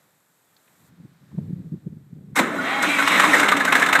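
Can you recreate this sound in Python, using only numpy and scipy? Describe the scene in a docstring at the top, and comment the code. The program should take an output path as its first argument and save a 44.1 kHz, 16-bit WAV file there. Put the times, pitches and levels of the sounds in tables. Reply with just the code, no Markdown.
"""Diesel tractor start

Outdoors, a hand-held camera is swung round with soft bumps and rubbing.
The starter pinion clanks in and whines against the ring gear.
The engine catches: combustion knocks, with brighter clacks between them, come ever faster
over gear clatter and exhaust. The yard adds a short echo."""
import sys
import numpy as np
from scipy import signal
from scipy.fft import rfft, irfft
from scipy.io import wavfile
from scipy.ndimage import uniform_filter1d

SR = 44100
rng = np.random.default_rng(int(sys.argv[2]) if len(sys.argv) > 2 else 0)


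def pcm_store(signal):
    """Save signal as 16-bit PCM."""
    levels = np.round(np.clip(np.atleast_2d(signal), -1, 1) * 32767)
    wavfile.write(sys.argv[1], SR, levels.astype(np.int16).T)


N = 176400
T = np.arange(N) / SR

# combustion knocks: t/s, level/dB, length/s, strongest f/Hz
FIRINGS = [(2.829, -23, 0.019, 1470), (2.984, -21, 0.02, 1466), (3.021, -22.5, 0.005, 1810),
           (3.118, -22.5, 0.039, 2150), (3.174, -23.5, 0.012, 1860), (3.234, -17.5, 0.011, 1156),
           (3.332, -16, 0.02, 1890), (3.429, -19.5, 0.008, 1590), (3.515, -15.5, 0.0079, 1220),
           (3.598, -21.5, 0.011, 1710), (3.674, -23, 0.017, 1550), (3.751, -13, 0.0057, 1646),
           (3.819, -17.5, 0.0098, 1690), (3.886, -20, 0.0093, 1680), (3.95, -14, 0.0072, 1575)]
# mechanical clacks: t/s, body/dB, sizzle/dB
CLACK_HITS = [(2.822, -24, -27.5), (3.071, -13.5, -27), (3.194, -11.5, -24), (3.394, -15.5, -26.5),
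              (3.482, -11.5, -28.5), (3.564, -20, -31.5), (3.646, -16.5, -28.5), (3.72, -10.5, -26),
              (3.794, -28, -29.5), (3.859, -17.5, -31.5), (3.925, -12, -24), (3.987, -16.5, -30)]
# running noise: t/s, exhaust/dB, gear clatter/dB, tooth rasp/dB, hiss/dB
RUN_LEVELS = [(2.348, -73, -44, -69, -70), (2.41, -31.5, -24, -33.5, -43.5), (2.5, -33, -30, -42, -53.5),
              (2.6, -28.5, -31.5, -43.5, -50.5), (2.68, -33, -26, -30.5, -49),
              (2.81, -32, -27, -35.5, -47.5), (2.87, -29, -26.5, -25.5, -38.5),
              (3.04, -34.5, -27, -32, -40), (3.11, -29, -22, -22.5, -37), (3.39, -24.5, -19, -27.5, -34.5),
              (3.55, -28.5, -25, -33, -47), (3.7, -28.5, -26.5, -38.5, -46), (3.78, -26.5, -21.5, -28, -38),
              (3.9, -31, -24, -35, -47.5)]
# heavy exhaust puffs: t/s, level/dB
PUFFS = [(2.886, -19.5), (3.286, -20)]
# stack, block and hood resonances: f/Hz, width/Hz, lift/dB
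BODY_MODES = [(281, 18, 8), (1210, 21, 0.5), (1740, 20, 1), (2177, 180, 2), (3640, 214, 7), (4060, 520, 8)]
# pinion strikes: t/s, clank/dB, scrape/dB, thud/dB, length/s
PINION_HITS = [(2.354, -20.5, -29.5, -37, 0.015), (2.368, -19.5, -42, -27, 0.012),
               (2.384, -13, -41, -29, 0.014)]
# starter gear mesh: t/s, f/Hz, level/dB, overtones/dB
MESH_TRACK = [(2.49, 635, -42, -50), (2.54, 668, -34, -44), (2.62, 640, -42, -43), (2.7, 755, -36, -36),
              (2.74, 812, -32, -35), (2.79, 822, -30.5, -34), (2.84, 805, -43, -36), (2.92, 895, -44, -28),
              (3.01, 820, -38, -30), (3.1, 850, -42, -29), (3.4, 740, -52, -40)]
# starter overtones: multiple of a third of the mesh pitch, level/dB
OVERTONES = [(4, -6), (5, -5), (7, -3.5), (8, 0), (9, -7)]
# ring gear modes: f/Hz, level/dB
GEAR_MODES = [(668, -37), (1910, -34.5), (2150, -43), (3230, -40.5), (3950, -42.5)]
# camera bumps: t/s, level/dB, half length/s
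BUMP_HITS = [(1.003, -41, 0.019), (1.052, -33.5, 0.0056), (1.349, -31.5, 0.006), (1.385, -17, 0.0081),
             (1.504, -24.5, 0.015), (1.534, -20, 0.0052), (1.6, -27, 0.0053), (1.725, -20, 0.0061),
             (1.741, -21.5, 0.0058), (1.872, -19.5, 0.0063), (1.93, -28.5, 0.005), (1.97, -31, 0.0045),
             (2.132, -28.5, 0.0035)]
# hand rubbing the case: t/s, level/dB
RUB_LEVELS = [(.68, -76), (.8, -59), (1.02, -48.5), (1.2, -57), (1.42, -36.5), (2.05, -49.5), (2.33, -41),
              (2.45, -46)]
# small handling ticks, then the midrange knock of the loudest bump: t/s, level/dB, f/Hz
HANDLING_TAPS = [(.565, -57, 3850), (.675, -57.5, 2100), (1.315, -52.5, 850), (1.382, -35, 440)]
# noise floor: t/s, outdoor air/dB, separate high hiss/dB
FLOOR_LEVELS = [(0, -64, -68.5), (.25, -68, -69.5), (.88, -62, -65), (.91, -65.5, -75.5),
                (1.4, -63.5, -73.5), (2, -69.5, -76)]
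# source spectra: f/Hz, relative level/dB
KNOCK_SPECTRUM = [(100, -63), (350, -5), (1200, 4.5), (2100, 6), (2700, -6.5), (4000, -14.5), (4600, -21),
                  (8000, -14), (10000, -21.5), (15500, -25)]
CLACK_SPECTRUM = [(100, -15), (400, -7), (1000, 9), (2000, 9.5), (2800, 3.5), (4000, -7.5), (5000, -23.5)]
EXHAUST_SPECTRUM = [(25, -40), (100, -42.5), (180, -1.5), (290, 2.5), (350, -4.5), (600, -3), (3000, -42)]
CLATTER_SPECTRUM = [(130, -52), (580, -5.5), (850, 1), (1250, 7), (2150, 2.5), (2700, -30), (4500, -47.5),
                    (15000, -45)]
RASP_SPECTRUM = [(1000, -21.5), (2300, 16.5), (4000, 2), (4500, -16), (15000, -73)]
HISS_SPECTRUM = [(2000, -39), (4800, -2), (8200, 4), (9400, -6.5), (12500, -5.5), (15500, -28)]
THUD_SPECTRUM = [(60, -36), (150, -12), (245, 2), (600, -12), (2000, -57)]
BUMP_SPECTRUM = [(40, -43), (150, 3), (300, 10), (600, -19), (1400, -57)]
RUB_SPECTRUM = [(25, -43.5), (70, -9.5), (160, 6), (330, -12.5), (1200, -50), (4000, -65)]
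AIR_SPECTRUM = [(25, -19), (150, 9), (1800, 7), (2900, -2.5), (3800, 1), (4800, -4.5), (15000, -17)]


def amp(db):
    """Decibels to gain."""
    return 10 ** (np.asarray(db) / 20)


def unit(x):
    """Scale to rms 1."""
    return x / np.sqrt(np.mean(x ** 2) + 1e-20)


def curve(rows, column=1):
    """Table column, linearly interpolated in time."""
    rows = np.array(rows)
    return np.interp(T, rows[:, 0], rows[:, column])


def drift(samples):
    """Moving average of noise, rms 1."""
    return unit(uniform_filter1d(rng.standard_normal(N), samples))


def grit(spread_db=2):
    """Noise of uneven strength: dense small impacts."""
    return unit(rng.standard_normal(N) * amp(spread_db * drift(samples=24)))


def burst(start_s, length_s, rise_s, fall_s):
    """Envelope of a blow: attack, hold, exponential release."""
    attack = np.clip((T - start_s) / rise_s, 0, 1)
    return attack * np.exp(-np.maximum(T - start_s - length_s, 0) / fall_s)


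def swell(at_s, db, hz, half_s):
    """Tone under a Gaussian envelope, random phase."""
    envelope = amp(db) * np.exp(-((T - at_s) / half_s) ** 2)
    return envelope * np.sin(2 * np.pi * (hz * (T - at_s) + rng.random()))


def colour(x, spectrum, modes=(), size=8192):
    """Minimum-phase filter of unit energy from a spectrum and resonances."""
    hz = np.fft.rfftfreq(size, 1 / SR)
    point_hz, point_db = np.transpose(spectrum)
    db = np.interp(np.log(hz + 1), np.log(point_hz), point_db)
    db += sum(lift / (1 + (2 * (hz - centre) / width) ** 2) for centre, width, lift in modes)
    cepstrum = irfft(np.log(amp(db)))
    cepstrum[1:size // 2] *= 2
    cepstrum[size // 2 + 1:] = 0
    impulse = irfft(np.exp(rfft(cepstrum)))[:size // 2]
    return signal.oaconvolve(x, impulse / np.linalg.norm(impulse))[:N]


def resonate(x, hz, width_hz):
    """Steady or moving resonance; keeps the power of white noise."""
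    carrier = np.exp(2j * np.pi * np.cumsum(hz * np.ones(len(x))) / SR)
    pole = np.exp(-np.pi * abs(width_hz) / SR)
    baseband = signal.lfilter([np.sqrt(1 - pole * pole)], [1, -pole], x / carrier + 1e-18)
    return np.sqrt(2) * (carrier * baseband).real


def band(x, hz, width_hz, widen=1):
    """Two resonances in series, the second `widen` times as wide."""
    return resonate(resonate(x, hz, width_hz), hz, widen * width_hz)


def knocks(crack_gain=.37, crack_s=.0063, ring_gain=.25):
    """Each firing hits the block hardest at first, then rattles on, favouring one pitch."""
    rattle, drive = grit(), np.zeros(N)
    for start_s, db, length_s, hz in FIRINGS:
        crack = 1 + crack_gain * np.exp(-np.maximum(T - start_s, 0) / crack_s)
        blow = amp(db) * crack * burst(start_s, length_s, rise_s=.003, fall_s=.013) * rattle
        drive += blow + ring_gain * resonate(blow, hz, width_hz=110)
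    return colour(drive, KNOCK_SPECTRUM, BODY_MODES)


def clacks():
    """Short rattles between firings, each with its own share of sizzle."""
    body = sizzle = 0
    for start_s, body_db, sizzle_db in CLACK_HITS:
        envelope = burst(start_s, length_s=.0074, rise_s=.0055, fall_s=.0086)
        body += amp(body_db) * envelope
        sizzle += amp(sizzle_db) * envelope
    return colour(body * grit(), CLACK_SPECTRUM, BODY_MODES) + colour(sizzle * grit(), HISS_SPECTRUM)


def exhaust_and_gears(tooth_hz=122.7, jitter=.19, depth=.11):
    """Exhaust booms in the stack; the gear train chatters tooth by tooth."""
    cycles = np.cumsum(tooth_hz * (1 + jitter * drift(samples=800))) / SR
    teeth = unit(1 + depth * (1 - 2 * (cycles % 1)))
    drive = (T > RUN_LEVELS[0][0]) * teeth
    spectra = EXHAUST_SPECTRUM, CLATTER_SPECTRUM, RASP_SPECTRUM, HISS_SPECTRUM
    return sum(colour(amp(curve(RUN_LEVELS, column)) * drive * grit(), spectrum, BODY_MODES)
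               for column, spectrum in enumerate(spectra, 1))


def stack():
    """The first heavy puffs sound the exhaust pipe."""
    return sum(swell(at_s, db, hz=300.6, half_s=.016) for at_s, db in PUFFS)


def loose_parts(rate_per_s=1400, low_hz=2360, high_hz=13330, fall_s=.0075, re_hiss_db=-2, size=2048):
    """Small parts shaken by the engine ring briefly, each at its own pitch."""
    tinks, t = np.zeros(N + size), T[:size]
    chance, pitch, strength = rng.random((3, N))
    for i in np.flatnonzero(chance < rate_per_s / SR):
        hz = low_hz + (high_hz - low_hz) * pitch[i]
        tinks[i:i + size] += strength[i] ** 2 * np.exp(-t / fall_s) * np.sin(2 * np.pi * hz * t)
    level = (T > RUN_LEVELS[0][0]) * amp(curve(RUN_LEVELS, 4) + re_hiss_db)
    return level * unit(colour(tinks[:N], HISS_SPECTRUM))


def pinion(rise_s=.0075):
    """Teeth scrape, then bite with a clank and a thud through the frame."""
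    clank = scrape = thud = 0
    for start_s, clank_db, scrape_db, thud_db, length_s in PINION_HITS:
        clank += amp(clank_db) * burst(start_s, length_s, rise_s, fall_s=.0076)
        scrape += amp(scrape_db) * burst(start_s, length_s, rise_s, fall_s=.017)
        thud += amp(thud_db) * burst(start_s, length_s, rise_s, fall_s=.074)
    return (colour(clank * grit(), KNOCK_SPECTRUM, BODY_MODES)
            + colour(scrape * grit(), HISS_SPECTRUM)
            + colour(thud * grit(), THUD_SPECTRUM))


def whine(hz, roughness=.34):
    """One rough gear partial: sine plus narrow-band noise."""
    fuzz = unit(band(rng.standard_normal(N), hz, width_hz=36, widen=2))
    tone = unit(np.sin(2 * np.pi * np.cumsum(hz) / SR))
    return unit((1 - roughness) * tone + roughness * fuzz)


def starter(wobble=.006):
    """Gear whine climbs with engine speed and sags on compression; a steel part pings once."""
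    mesh_hz = curve(MESH_TRACK) * (1 + wobble * drift(samples=400))
    overtones = sum(amp(db) * whine(multiple * mesh_hz / 3) for multiple, db in OVERTONES)
    overtones *= amp(curve(MESH_TRACK, 3))
    mesh = amp(curve(MESH_TRACK, 2)) * whine(mesh_hz)
    turning = (T > MESH_TRACK[0][0]) & (T < MESH_TRACK[-1][0])
    ping = swell(at_s=2.598, db=-19, hz=1440, half_s=.011)
    return turning * (mesh + overtones) + ping


def ring_gear():
    """Pinion teeth excite the ring gear's modes while cranking."""
    teeth = burst(start_s=2.52, length_s=.42, rise_s=.21, fall_s=.21) * grit()
    return sum(amp(db) * resonate(teeth, hz, width_hz=16) for hz, db in GEAR_MODES)


def handling(bump_hz=170, scuff_db=-13, tap_width_ratio=.6, pressure_db=5):
    """Dull camera bumps, the loudest with a midrange knock; small ticks; uneven hand rubbing."""
    bumps = sum(swell(at_s, db, bump_hz, half_s) for at_s, db, half_s in BUMP_HITS)
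    taps = 0
    for start_s, db, hz in HANDLING_TAPS:
        ring = unit(band(rng.standard_normal(N), hz, tap_width_ratio * hz))
        taps += amp(db) * ring * burst(start_s, length_s=.002, rise_s=.001, fall_s=.006)
    contact = sum(amp(db + scuff_db) * np.exp(-((T - at_s) / half_s) ** 2)
                  for at_s, db, half_s in BUMP_HITS)
    scuff = colour(contact * rng.standard_normal(N), BUMP_SPECTRUM)
    pressure = unit(amp(pressure_db * np.tanh(drift(samples=1500))))
    rub = colour(amp(curve(RUB_LEVELS)) * pressure * grit(), RUB_SPECTRUM)
    return bumps + taps + scuff + rub


def high_hiss(bands_hz=(7750, 12300)):
    """Thin hiss in two high bands; drops away at 0.9 s."""
    return amp(curve(FLOOR_LEVELS, 2)) * unit(sum(band(grit(), hz, width_hz=2700) for hz in bands_hz))


def air():
    """Faint outdoor background."""
    return amp(curve(FLOOR_LEVELS)) * colour(rng.standard_normal(N), AIR_SPECTRUM)


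def yard(x, echo_db=-12.5, t60_s=.18, gap_s=.004, density=.05, size=16000):
    """Add sparse short reflections from the ground and nearby vehicles."""
    taps = rng.standard_normal(size) * (rng.random(size) < density)
    taps *= amp(-60 * T[:size] / t60_s) * (T[:size] > gap_s)
    return x + amp(echo_db) * signal.oaconvolve(x, taps / np.linalg.norm(taps))[:N]


def scene():
    """Tractor in its yard, handling noise, hiss and air; mono."""
    cranking = pinion() + starter() + ring_gear()
    engine = knocks() + clacks() + exhaust_and_gears() + loose_parts() + stack()
    return (yard(cranking + engine) + handling() + high_hiss() + air())[None]


def record(dry, low_cut_hz=57, ceiling=.8, edge_hz=15600):
    """Microphone: bass cut, soft overload on peaks, band limit."""
    thin = signal.sosfilt(signal.butter(2, low_cut_hz, "high", fs=SR, output="sos"), dry)
    limited = thin / (1 + (thin / ceiling) ** 4) ** .25
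    lowpass = signal.firwin(511, edge_hz, window=("kaiser", 9), fs=SR)
    return signal.oaconvolve(limited, lowpass[None], "same")


dry = scene()
out = record(dry)
pcm_store(out)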